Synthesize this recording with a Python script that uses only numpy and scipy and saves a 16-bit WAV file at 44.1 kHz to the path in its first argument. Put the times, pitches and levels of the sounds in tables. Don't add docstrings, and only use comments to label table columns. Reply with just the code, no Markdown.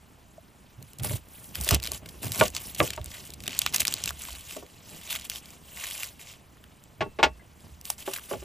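import sys
import numpy as np
from scipy import signal
from scipy.fft import rfft, irfft, next_fast_len
from scipy.io import wavfile
from scipy.ndimage import uniform_filter1d, map_coordinates

SR = 44100
rng = np.random.default_rng(int(sys.argv[2]) if len(sys.argv) > 2 else 0)


def ratio(d):
    e = np.asarray(d, float) / 20
    return 10 ** e


def master_out(mix):
    frames = np.transpose(np.atleast_2d(mix))
    ceiling = np.clip(frames, -1, 1)
    pcm = np.round(ceiling * 32767).astype(np.int16)
    wavfile.write(sys.argv[1], SR, pcm)


N = 372204

# frequency in Hz, level in dB per Hz
AIR_SPECTRUM = [(30, 4.5), (100, 5.5), (200, 3), (400, -7.5), (1000, -3), (2500, -12.5), (5500, -21),
                (9000, -30), (15000, -29)]
# frequency in Hz, likeness from 0 to 1
AIR_LIKENESS = [(60, 1), (300, 1), (700, 0.2), (1400, .1), (2300, 1), (8000, 1)]
AIR_DB = -62

# time in seconds, groan level in dB
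HAND_WEIGHT = [(0, -61.5), (.9, -63.5), (1.9, -52), (2.2, -54), (3.0, -54.5), (3.3, -56), (3.8, -50),
               (4.4, -61), (5.4, -59.5), (6.9, -62), (8.44, -61.5)]
WEIGHT_THUMP_DB, WEIGHT_CREAK_DB = 0.9, -2.5
# start in seconds, hold in seconds, groan level in dB,
# table thump in dB over the groan, creak in dB over the groan
SHOVES = [(0.79, 0.068, -47.5, -10, -14), (1.012, 0.14, -32, -15, -15), (1.596, .01, -38, 1.5, -7),
          (1.726, 0.025, -34, 4, 4.5), (2.232, 0.075, -36.5, -27, -8), (2.415, 0.012, -26.5, -12, -2),
          (2.818, 0.0092, -27, -17, -6), (3.002, 0.018, -41.5, 1, -20), (4.048, 0.026, -44, 1.5, -8.5),
          (4.324, .01, -51, 6, -9), (7.02, 0.0072, -34.5, -17, -28), (7.232, .01, -40, 2, -12),
          (4.895, 0.11, -62, -8, 3), (7.638, 0.03, -55, 10, -1), (8.346, 0.023, -45, 1.5, -19)]
SHOVE_RISE, GROAN_FALL, THUMP_FALL, CREAK_FALL = 620, 430, 104, 640
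# frequency in Hz, level in dB per Hz
CREAK_SPECTRUM = [(88, -25), (150, 5), (249, 1), (554, -8.5), (609, -5.5), (1490, -21.5), (2500, -19),
                  (3250, -22), (5500, -120)]

# strike times in seconds, pitch in Hz,
# level in dB, decay by 60 dB in seconds
BLADE_RING = ([7.012, 7.235], 2680, -47, .3)
# start in seconds, peak in dB, pitch in Hz, 60 dB decay in seconds
SOFT_TAPS = [
    (.3805, -35.5, 640, 0.029),
    (1.7135, -11.5, 107, .14),
    (4.286, -31.5, 990, 0.018),
    (7.397, -54, 2060, .1),
    (7.394, -56, 1650, .07),
    (7.41, -55, 2000, 0.051),
]

# start in seconds, peak in dB, hardness in dB per octave
BOARD_KNOCKS = [(1.046, -27.5, 1), (1.109, -31.5, -3.5), (1.709, -17.5, 3), (2.24, -33.5, -2),
                (2.4115, -4.5, 3.5), (2.8032, -4.5, 3), (2.977, -27, 2.5), (3.477, -41, -8.5),
                (4.565, -32.5, -5.5), (4.626, -39.5, -3), (2.4245, -17, -1.5), (2.815, -18, -2.5),
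                (1.916, -34.5, 1), (1.668, -30, 1), (2.36, -32, 1.5)]
# frequency in Hz, level in dB, 60 dB decay in seconds
BOARD_MODES = [(200.2, -18, 0.17), (258, -12, 0.16), (409, -0.5, 0.087), (495, -12.5, .15),
               (619, -1.5, 0.078), (731, -13.5, .12), (937, -4, 0.05), (1144, -6, .06), (1255, -5.5, 0.025),
               (1413, -17, .06)]
# frequency in Hz, level in dB per Hz
BOARD_BODY = [(60, -74), (150, -11), (600, -1), (1200, -7), (3000, -13.5), (6000, -40), (12000, -56)]
# frequency in Hz, 60 dB decay in seconds
BOARD_DECAY = [(150, 0.2), (500, 0.1), (1200, 0.045), (3000, 0.0051)]
# start in seconds, peak in dB, hardness in dB per octave
SLAB_SETS = [
    (8.077, -23.5, 1.5),
    (8.312, -24.5, -0.5),
    (8.335, -24, -2),
    (8.422, -36.5, -1.5),
]
# frequency in Hz, level in dB, 60 dB decay in seconds
SLAB_MODES = [(215, -19, .12), (382, 0, .1), (554, -9, .12), (851, -10.5, .08), (1150, -14, 0.064),
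              (1730, -17, .05)]
# start in seconds, peak in dB, hardness in dB per octave
BOWL_DROPS = [
    (7.0075, -19, 0.5),
    (7.017, -20, -1.5),
    (7.197, -21.5, -2.5),
    (7.2345, -8, 1.5),
    (7.06, -32, -8),
    (7.1875, -19.5, -1),
    (7.229, -6, 3.5),
    (7.261, -18.5, -1.5),
]
# frequency in Hz, level in dB, 60 dB decay in seconds
BOWL_MODES = [(259, -16, .16), (401, 2.5, 0.074), (453, 0, 0.11), (619.6, 0.5, 0.093), (817, 1, 0.08),
              (889, 0, .11), (1117, -4.5, 0.1), (1428, -7, 0.1), (1704, -5.5, 0.07), (1950, -14, .09),
              (2207, -5, 0.075), (2590, -5.5, .07), (2860, -10, .07), (3100, -15, 0.083)]
# frequency in Hz, level in dB per Hz
BOWL_BODY = [(60, -29.5), (200, -7), (800, -7.5), (1900, -11), (3000, -10.5), (6000, -27), (9000, -39),
             (12500, -58), (14500, -46)]
# frequency in Hz, 60 dB decay in seconds
BOWL_DECAY = [(150, 0.15), (500, 0.09), (1500, 0.06), (6000, 0.069)]

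# frequency in Hz, level in dB per Hz
PAPER_SPECTRUM = [(290, -42), (500, -8), (961, -4), (1560, -8), (2080, -1), (2960, 5), (4410, -3),
                  (7780, -0.5), (9000, -14.5), (11700, -24), (19800, -120)]
# frequency in Hz, level in dB per Hz
SHEEN_SPECTRUM = [(6000, -16.5), (8000, -12), (9000, -2.5), (15000, -5)]
# start in seconds, hold in seconds, rustle in dB,
# sheen in dB over the rustle
JERKS = [(1.036, .03, -44, 14.5), (1.09, 0.072, -47, 12.5), (1.66, 0.027, -42, 6), (2.29, 0.028, -50, 5),
         (4.077, .008, -37, -2), (5.763, .05, -48.5, 3), (6.197, .03, -51, 3), (8.136, 0.03, -41.5, 4.5),
         (1.55, 0.035, -44.5, 5), (1.61, 0.11, -45.5, 10.5), (1.71, 0.039, -30, -6),
         (1.825, 0.069, -45.5, 1), (1.92, 0.046, -44, 4.5), (2.226, 0.048, -44.5, 11),
         (2.33, 0.085, -42.5, 7.5), (2.39, 0.072, -33.5, 2), (2.55, 0.029, -36, -6), (2.6, 0.11, -51, 11),
         (2.787, 0.014, -38, 9), (2.83, 0.047, -40, 5.5), (3.5, 0.195, -41.5, -7), (3.74, 0.012, -28.5, -1),
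         (3.8, 0.0096, -31.5, 3.5), (3.868, 0.066, -39.5, -4.5), (3.95, 0.15, -43, -7),
         (5.103, 0.052, -36, 1.5), (5.245, 0.0067, -43, 2), (5.3, 0.082, -43, 0.5), (7.85, 0.08, -53, 11),
         (7.988, 0.039, -48.5, 6), (8.06, 0.12, -46.5, 6.5), (8.295, 0.045, -47, 7.5)]
JERK_RISE, JERK_FALL = 1520, 580
# start in seconds, hold in seconds, rustle in dB,
# sheen in dB over the rustle
FINGERS = [(.88, 0.021, -64.5, 9), (1.35, 0.16, -63.5, 16.5), (2.1, 0.094, -58, 5), (2.89, 0.069, -48, -6),
           (3.13, 0.058, -45.5, 0.5), (4.22, 0.095, -46.5, 4), (4.35, 0.056, -50.5, 3),
           (4.5, 0.066, -45.5, 1.5), (4.7, 0.092, -58, -2), (4.9, 0.084, -51, 3), (5.07, 0.018, -46, 1),
           (5.2, 0.016, -46.5, -4), (5.45, 0.093, -55, 1), (5.69, 0.15, -58, 8), (5.83, 0.22, -41.5, 3.5),
           (6.27, 0.053, -49.5, -3.5), (3.255, 0.023, -52.5, 3), (3.44, .02, -54, 0.5), (2.52, .02, -58, 3),
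           (2.76, .015, -52, 0.5), (4.14, .03, -56, 3), (7.6, 0.15, -65.5, 5), (8.24, 0.015, -55, 9),
           (8.38, 0.067, -54, 3)]
FINGER_RISE, FINGER_FALL = 151, 210
REST_DB, REST_SHEEN_DB = -67.5, 4
# start in seconds,
# peak in dB, pitch in Hz, length in ms
SKIN_SNAPS = [(0.9852, -25, 7740, 3.2), (1.0344, -13, 7740, 1.1), (1.4424, -32, 6900, 1.7),
              (1.5547, -12.5, 2620, 2), (1.5875, -28, 6700, 1.4), (1.6119, -10.5, 8350, 1.13),
              (1.6269, -22, 6660, 1.4), (1.6456, -15, 6200, 2.9), (1.6784, -10, 4100, 1.6),
              (1.6888, -4.5, 3570, 3.4), (1.7085, -4, 3920, 2.1), (1.7459, -1, 5100, 1.97),
              (2.058, -28.5, 3000, 4.9), (1.9178, -9, 6400, 1.54), (2.0877, -27, 4260, 6.7),
              (2.2307, -19, 3200, 1.2), (2.2668, -25, 5200, 1.7), (2.3191, -13, 4200, 2.2),
              (2.3834, -13, 7000, 0.8), (2.4012, -2, 4670, 0.77), (2.48, -16, 5060, 3.1),
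              (2.5653, -11, 3300, 1.4), (2.7469, -23, 5360, 5.8), (2.8296, -17, 4300, 1.3),
              (2.904, -14, 3250, 2.9), (2.9319, -22, 2860, 10.4), (3.0588, -22, 6000, 2.3),
              (3.044, -18.5, 7200, 0.82), (3.304, -24, 3920, 1.5), (3.3365, -26, 4300, 3.3),
               (3.4038, -27, 3080, 2.1), (3.4367, -25.5, 3130, 2.9), (3.4657, -23, 2800, 2.6),
               (3.4777, -12, 2750, 3), (3.5904, -1.5, 5900, 1.6), (3.617, -8.5, 3700, 2.6),
               (3.6629, -4.5, 2270, 2.1), (3.7437, -7, 6000, 3.9), (3.748, -22, 4000, 2.7),
               (3.7608, -4.5, 5960, 3.2), (3.7825, -15, 3100, 1.2), (3.8024, -6.5, 5600, 8.9),
               (3.818, -10, 3300, 1.1), (3.8514, -6.5, 3080, 2.38), (3.8708, -10, 4700, 1.7),
               (3.88, -2, 3870, 0.98), (3.925, -13.5, 3860, 1.2), (3.9393, -6, 6000, 1.5),
               (4.0383, -9, 4670, 2), (4.058, -8.5, 5900, 1.8), (4.091, -14.5, 3500, 2.5),
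               (4.1067, -14.5, 1510, 0.82), (4.2186, -23, 6500, 3.6), (4.2522, -22, 2440, 1.6),
              (5.1597, -14.5, 2800, 2.2), (5.2985, -9, 3350, 1.3), (5.3835, -29, 3400, 1),
              (5.5051, -27.5, 6000, 1.6), (6.0325, -13.5, 2770, 1.85), (6.0425, -20, 5370, 1.4),
              (6.8386, -33, 6660, 1.2), (7.8122, -28, 7600, 1.8), (7.854, -17.5, 8200, 0.8),
              (7.901, -7.5, 4600, 3.6), (8.1347, -17.5, 3740, 4.2),
              (.826, -30, 6500, 2.5), (.933, -31, 5200, 2), (2.5495, -20, 3770, 1.9),
             (.996, -27.5, 2800, 8.4), (4.524, -21, 2000, 0.76), (6.57, -44, 1490, 2.2),
             (6.64, -34.5, 2500, 2.1), (7.865, -24, 2800, 0.92), (7.901, -20, 840, 2.17),
             (8.161, -23, 1730, 4), (8.185, -25, 1500, 1.3), (8.194, -30.5, 1500, 2.3)]
# start in seconds, peak in dB, pitch in Hz
LESSER_CREASES = [(1.0449, -21.5, 6810), (1.0552, -23, 2190), (1.0884, -30, 8660), (1.0953, -25, 2580),
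                  (1.1204, -24, 7320), (1.1304, -29, 7430), (1.1687, -29, 6920), (1.2859, -41, 8700),
                  (1.4909, -39, 7330), (1.6364, -25, 7100), (1.751, -13, 6140), (1.7998, -29, 3270),
                  (1.8739, -21, 3160), (1.946, -24.5, 4740), (2.2443, -22, 6830), (2.3264, -23, 7560),
                  (2.3469, -21, 6220), (2.358, -19, 7180), (2.502, -28, 7560), (2.8424, -23, 6430),
                  (2.8764, -23, 3040), (2.9626, -29, 6460), (3.014, -32.5, 2700),
                  (3.113, -32, 4890), (3.2525, -33, 6410), (3.2734, -34, 6220), (3.3414, -30.5, 6280),
                 (3.4934, -28, 2710), (3.508, -34, 3140), (3.5189, -28, 2830), (3.5299, -23.5, 2920),
                 (3.5488, -24, 3170), (3.6736, -22, 2510), (3.9659, -29, 3040), (3.9734, -30, 3100),
                 (3.9814, -30, 2400), (4.0028, -30, 3420), (4.076, -17.5, 3650), (4.1919, -30, 8890),
                 (4.2862, -29, 2720), (4.329, -30, 4690), (4.3515, -31, 2800), (4.4089, -32, 6310),
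                 (4.4947, -28.5, 2850), (4.509, -26, 2980), (4.6639, -41, 2910), (4.6995, -42, 2790),
                  (5.0129, -35, 2420), (5.034, -34.5, 2590), (5.0528, -37, 2710), (5.0748, -27, 2870),
                (5.0927, -27, 2990), (5.1057, -20, 3360), (5.1272, -16.5, 3210), (5.1971, -27.5, 7660),
                (5.25, -26.5, 7540), (5.3163, -25, 2430), (5.3582, -24, 3610), (5.4569, -35, 4540),
                (5.5346, -40, 2930), (5.7613, -31, 6410), (5.7724, -29, 2170), (5.7977, -29, 2260),
                (5.8376, -25, 2490), (5.8441, -24.5, 2110), (5.8562, -23, 2890), (5.9102, -22, 3010),
                (5.9204, -26, 2980), (6.1948, -37, 2390), (6.2136, -31, 3250), (6.2711, -34, 2780),
                (6.2981, -37, 2970), (6.3369, -37, 2900), (7.6051, -45, 3990), (7.9364, -36, 2850),
                (7.9808, -34, 4790), (8.0037, -32, 6060), (8.023, -32, 2810), (8.2381, -36, 3170),
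                  (1.549, -29, 7000), (1.6014, -26, 8800), (1.657, -25, 4550), (1.6644, -24, 7000),
                   (2.377, -20, 5500), (1.7125, -14, 6000), (2.3975, -15, 2700), (2.5366, -35, 2600),
                   (2.762, -30, 3100), (2.775, -33, 2800), (2.7845, -27, 5500), (3.260, -35, 7000),
                   (3.3216, -38, 3100), (3.4234, -37, 6100), (3.4584, -29, 2800), (3.7253, -27, 3800),
                   (3.7975, -18, 7500), (3.8296, -23, 2400), (3.9117, -25, 8000), (7.9174, -35, 3000),
                   (8.0644, -34, 4000)]
CREASE_MS = 2.2
# peak in dB, pitch in Hz, length in ms
BLADE_SLIP = (-16, 3700, 1.85)
CHATTER_S, CHATTER_PERIOD_S = 1.829, 0.0086
FLAKES_OVER_DB, FLAKE_HZ, FLAKE_MS = 10.5, 4600, 2.23

# frequency in Hz, lead in radians
PORT_LEAD = [(0, 0), (130, .3), (260, 1.25), (350, .8), (500, -.1), (1400, -.3), (1900, 0), (3400, .6),
             (5500, 0), (7060, -.55), (8100, 0), (8600, -.8), (9130, -2.2), (15800, -16)]
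# frequency in Hz, left minus right in dB
PORT_LEAN = [(40, -1.5), (130, -4), (260, 0), (350, -2.5), (520, .5), (1000, .5), (2000, 0)]
# frequency in Hz, gain in dB
PORT_TOP = [(15500, 2), (15900, -25), (16100, -43), (17000, -42), (17500, -93)]


def unit(x):
    return x / np.sqrt(np.mean(x ** 2) + 1e-20)


def along(points, hz):
    f, value = np.transpose(points)
    return np.interp(np.log(hz + 1), np.log(f + 1), value)


def wobble(rate):
    knots = rng.standard_normal(int(N * rate / SR) + 4)
    return map_coordinates(knots, [np.arange(N) * rate / SR])


def filtered(x, response):
    m = next_fast_len(N + SR // 2)
    return irfft(rfft(x, m) * response(np.fft.rfftfreq(m, 1 / SR)), m)[..., :N]


def coloured(x, spectrum):
    return unit(filtered(x, lambda hz: ratio(along(spectrum, hz))))


def resonance(f, centre_hz, width_hz):
    return 1j * f * width_hz / (centre_hz ** 2 - f * f + 1j * f * width_hz)


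def lay(times, rows):
    at = np.round(np.asarray(times) * SR).astype(int)[:, None] + np.arange(rows.shape[1])
    return np.bincount(at.ravel(), rows.ravel(), N + SR)[:N]


def strokes(start, hold, level_db, rise, fall):
    t = np.arange(0, N / SR + .01, .001)[:, None]
    before = np.maximum(start - t, 0)
    after = np.maximum(t - start - hold, 0)
    power = ratio(2 * (level_db - rise * before - fall * after)).sum(1)
    return np.interp(np.arange(N) / SR, t[:, 0], power)


def crackle(count, spread_db, life):
    moment, chance = rng.random((2, count))
    size_db = spread_db * np.minimum(-np.log(1 - chance), 4)
    kicks = np.bincount((moment * N).astype(int), ratio(2 * size_db), N)
    u = np.arange(SR // 40) / SR / life
    power = signal.fftconvolve(kicks, u * u * np.exp(-2 * u))[:N]
    return unit(np.sqrt(np.abs(power)) * rng.standard_normal(N))


def air():
    def mid_and_side(hz):
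        turn = np.arccos(np.clip(along(AIR_LIKENESS, hz), -1, 1)) / 2
        return ratio(along(AIR_SPECTRUM, hz)) * np.array([np.cos(turn), np.sin(turn)])

    pair = rng.standard_normal((2, N)) * ratio(0.37 * wobble(rate=2.66))
    mid, side = filtered(pair, mid_and_side)
    return ratio(AIR_DB) * unit(np.array([mid + side, mid - side]))


def nearby(x):
    t = np.arange(SR // 8) / SR
    tail = rng.standard_normal((2, len(t))) * ratio(-60 * t / 0.039) * (t > .0015)
    wet = signal.fftconvolve(x[None], tail / np.linalg.norm(tail[0]), axes=1)[:, :N]
    return filtered(wet, lambda hz: 1 / (1 + 1j * hz / 2500) ** 2 + 0.19)


def pressed_board():
    weight_db = np.interp(np.arange(N) / SR, *np.transpose(HAND_WEIGHT))
    s, hold, groan_db, thump_db, creak_db = np.transpose(SHOVES)

    def push(over_db, rest_db, fall):
        shoved = strokes(s, hold, groan_db + over_db, SHOVE_RISE, fall)
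        return np.sqrt(shoved + ratio(2 * (weight_db + rest_db)))

    def shaken(centre_hz, width_hz, apart):
        shake = rng.standard_normal(N) + apart * rng.standard_normal((2, N))
        return unit(filtered(shake, lambda f: resonance(f, centre_hz, width_hz) ** 2))

    thump = push(thump_db, WEIGHT_THUMP_DB, THUMP_FALL) * shaken(66, 30, apart=0.051)
    groan = push(0, 0, GROAN_FALL) * shaken(110, 52, apart=0.33)
    creak = coloured(crackle(count=2500, spread_db=2.0, life=0.0016), CREAK_SPECTRUM)
    creak = push(creak_db, WEIGHT_CREAK_DB, CREAK_FALL) * creak
    return ratio(-2.5) * thump + ratio(-4.5) * groan + ratio(2.0) * creak


def blade_ring():
    s, hz, db, t60 = BLADE_RING
    t = np.arange(SR // 4) / SR
    tone = ratio(db - 60 * t / t60) * np.sin(2 * np.pi * hz * t)
    return lay(s, np.tile(tone, (len(s), 1)))


def soft_taps():
    s, db, hz, t60 = np.transpose(SOFT_TAPS)[:, :, None]
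    t = np.arange(SR // 4) / SR
    build = 1 - np.exp(-t * hz / .9)
    return lay(s[:, 0], ratio(db - 60 * t / t60) * np.sin(2 * np.pi * hz * t) * build)


def struck(events, modes, body, decay, blow, dense_db, hold, build):
    s, peak_db, hard_db = np.transpose(events)[:, :, None]
    t = np.arange(8192) / SR
    n = len(t)
    hz, frame_s, z = signal.stft(rng.standard_normal((len(s), n)), SR, nperseg=128, noverlap=112)
    fade = ratio(-60 * np.maximum(frame_s - hold, 0) / along(decay, hz)[:, None])
    thicket = signal.istft(z * fade, SR, nperseg=128, noverlap=112)[1][:, :n]
    thicket[:, 0] -= blow
    f = np.fft.rfftfreq(2 * n, 1 / SR)
    cepstrum = irfft(np.log(ratio(along(body, f) + hard_db * np.log2(f / 700 + 0.02))))
    cepstrum[:, 1:n] *= 2
    cepstrum[:, n + 1:] = 0
    rows = ratio(dense_db) * irfft(rfft(thicket, 2 * n) * np.exp(rfft(cepstrum)))[:, :n]
    for mode_hz, db, t60 in modes:
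        level_db = db + hard_db * np.log2(mode_hz / 700) + rng.normal(0, 2.5, s.shape)
        turns = mode_hz * t + 0.38 * rng.standard_normal(s.shape)
        swell = 1 - np.exp(-t * mode_hz / build)
        rows = rows - ratio(level_db - 60 * t / t60) * np.sin(2 * np.pi * turns) * swell
    return lay(s[:, 0], ratio(peak_db) * rows / np.abs(rows).max(1, keepdims=True))


def board_knocks():
    return struck(BOARD_KNOCKS, BOARD_MODES, BOARD_BODY, BOARD_DECAY,
                  blow=12.2, dense_db=13, hold=0.00052, build=1.5)


def slab_sets():
    return struck(SLAB_SETS, SLAB_MODES, BOARD_BODY, BOARD_DECAY,
                  blow=7.4, dense_db=12, hold=0.0016, build=0.66)


def bowl_drops():
    return struck(BOWL_DROPS, BOWL_MODES, BOWL_BODY, BOWL_DECAY,
                  blow=1.8, dense_db=15, hold=0.0088, build=.7)


def handling():
    dull = ratio(2 * REST_DB)
    bright = ratio(2 * (REST_DB + REST_SHEEN_DB))
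    for rows, rise, fall in (JERKS, JERK_RISE, JERK_FALL), (FINGERS, FINGER_RISE, FINGER_FALL):
        s, hold, db, sheen_db = np.transpose(rows)
        dull = dull + strokes(s, hold, db, rise, fall)
        bright = bright + strokes(s, hold, db + sheen_db, rise, fall)
    return 10 * np.log10(dull), 10 * np.log10(bright / dull)


def patchy(x, depth_db):
    z = signal.stft(x, nperseg=128)[2]
    field = uniform_filter1d(rng.standard_normal(z.shape), size=5, axis=0)
    field = uniform_filter1d(field, size=8, axis=1)
    return signal.istft(z * ratio(depth_db * unit(field)), nperseg=128)[1][:N]


def rustle(rustle_db, sheen_db):
    grainy = np.clip((rustle_db + 61.0) / 18, .15, .7)
    grains = grainy * crackle(count=6000, spread_db=4.5, life=0.00095)
    grains = grains + np.sqrt(1 - grainy ** 2) * rng.standard_normal(N)
    grains = grains / np.sqrt(np.abs(uniform_filter1d(grains ** 2, size=1800)))
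    grains = patchy(grains, depth_db=3.0)
    paper = coloured(grains, PAPER_SPECTRUM)
    sheen = ratio(sheen_db) * coloured(grains, SHEEN_SPECTRUM)
    return ratio(rustle_db - 3.5) * (paper + sheen)


def flakes(rustle_db, count):
    at = (rng.random(count) * (N - 1)).astype(int)
    size, pitch, length = rng.standard_normal((3, count))
    peak_db = rustle_db[at] + FLAKES_OVER_DB + 1.1 * size
    return list(zip(at / SR, peak_db, FLAKE_HZ * np.exp(.35 * pitch), FLAKE_MS * np.exp(.5 * length)))


def chatter(count):
    db, hz, ms = BLADE_SLIP
    return [(CHATTER_S + k * CHATTER_PERIOD_S, db - 1.5 * (-1) ** k, hz, ms) for k in range(count)]


def ticks(rows, sheen_db, sharp):
    s, peak_db, pitch_hz, ms = np.array(rows, float).T[:, :, None]
    edge_db = sheen_db[(s * SR).astype(int)] + 7 * np.log2(pitch_hz / 4500) - 11.5
    rise_s = 0.0004 * np.clip(ms - .6, .3, 5)
    u = np.arange(1024) / SR / rise_s
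    envelope = u * np.exp(1 - u) + 0.11 * np.exp(-u / 5) * (u > 1)
    burst = rng.standard_normal(u.shape) * envelope
    f = np.fft.rfftfreq(1024, 1 / SR)
    width_hz = pitch_hz / sharp * np.sqrt(pitch_hz / 4500)
    ring = resonance(f, pitch_hz, width_hz) * 1j * f / (1j * f + .45 * pitch_hz)
    edge = ratio(edge_db) * resonance(f, 9900, 12700) ** 2
    burst = irfft(rfft(burst) * (ring + edge))
    return lay(s[:, 0], ratio(peak_db - 4.0) * burst / np.abs(burst).max(1, keepdims=True))


def skins():
    rustle_db, sheen_db = handling()
    edge_db = np.clip(sheen_db, -8, 9)
    snaps = SKIN_SNAPS + chatter(count=6) + flakes(rustle_db, count=320)
    lesser = LESSER_CREASES
    creases = ticks([(*row, CREASE_MS) for row in lesser], edge_db, sharp=1.58)
    return rustle(rustle_db, sheen_db) + ratio(2.5) * creases + ticks(snaps, edge_db, sharp=1.0)


def scene():
    near = skins() + board_knocks() + slab_sets() + bowl_drops() + blade_ring() + soft_taps()
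    return near + ratio(-8.5) * nearby(near) + pressed_board() + air()


def top_cut(x):
    return signal.sosfilt(signal.butter(12, 17150, fs=SR, output="sos"), x)


def record(dry):
    lead_hz, lead_rad = np.transpose(PORT_LEAD)
    half = np.array([[.5], [-.5]])

    def port_response(hz):
        phase = np.exp(1j * half * np.interp(hz, lead_hz, lead_rad))
        return phase * ratio(half * along(PORT_LEAN, hz) + along(PORT_TOP, hz))

    return top_cut(filtered(dry, port_response))


dry = scene()
out = record(dry)
master_out(out)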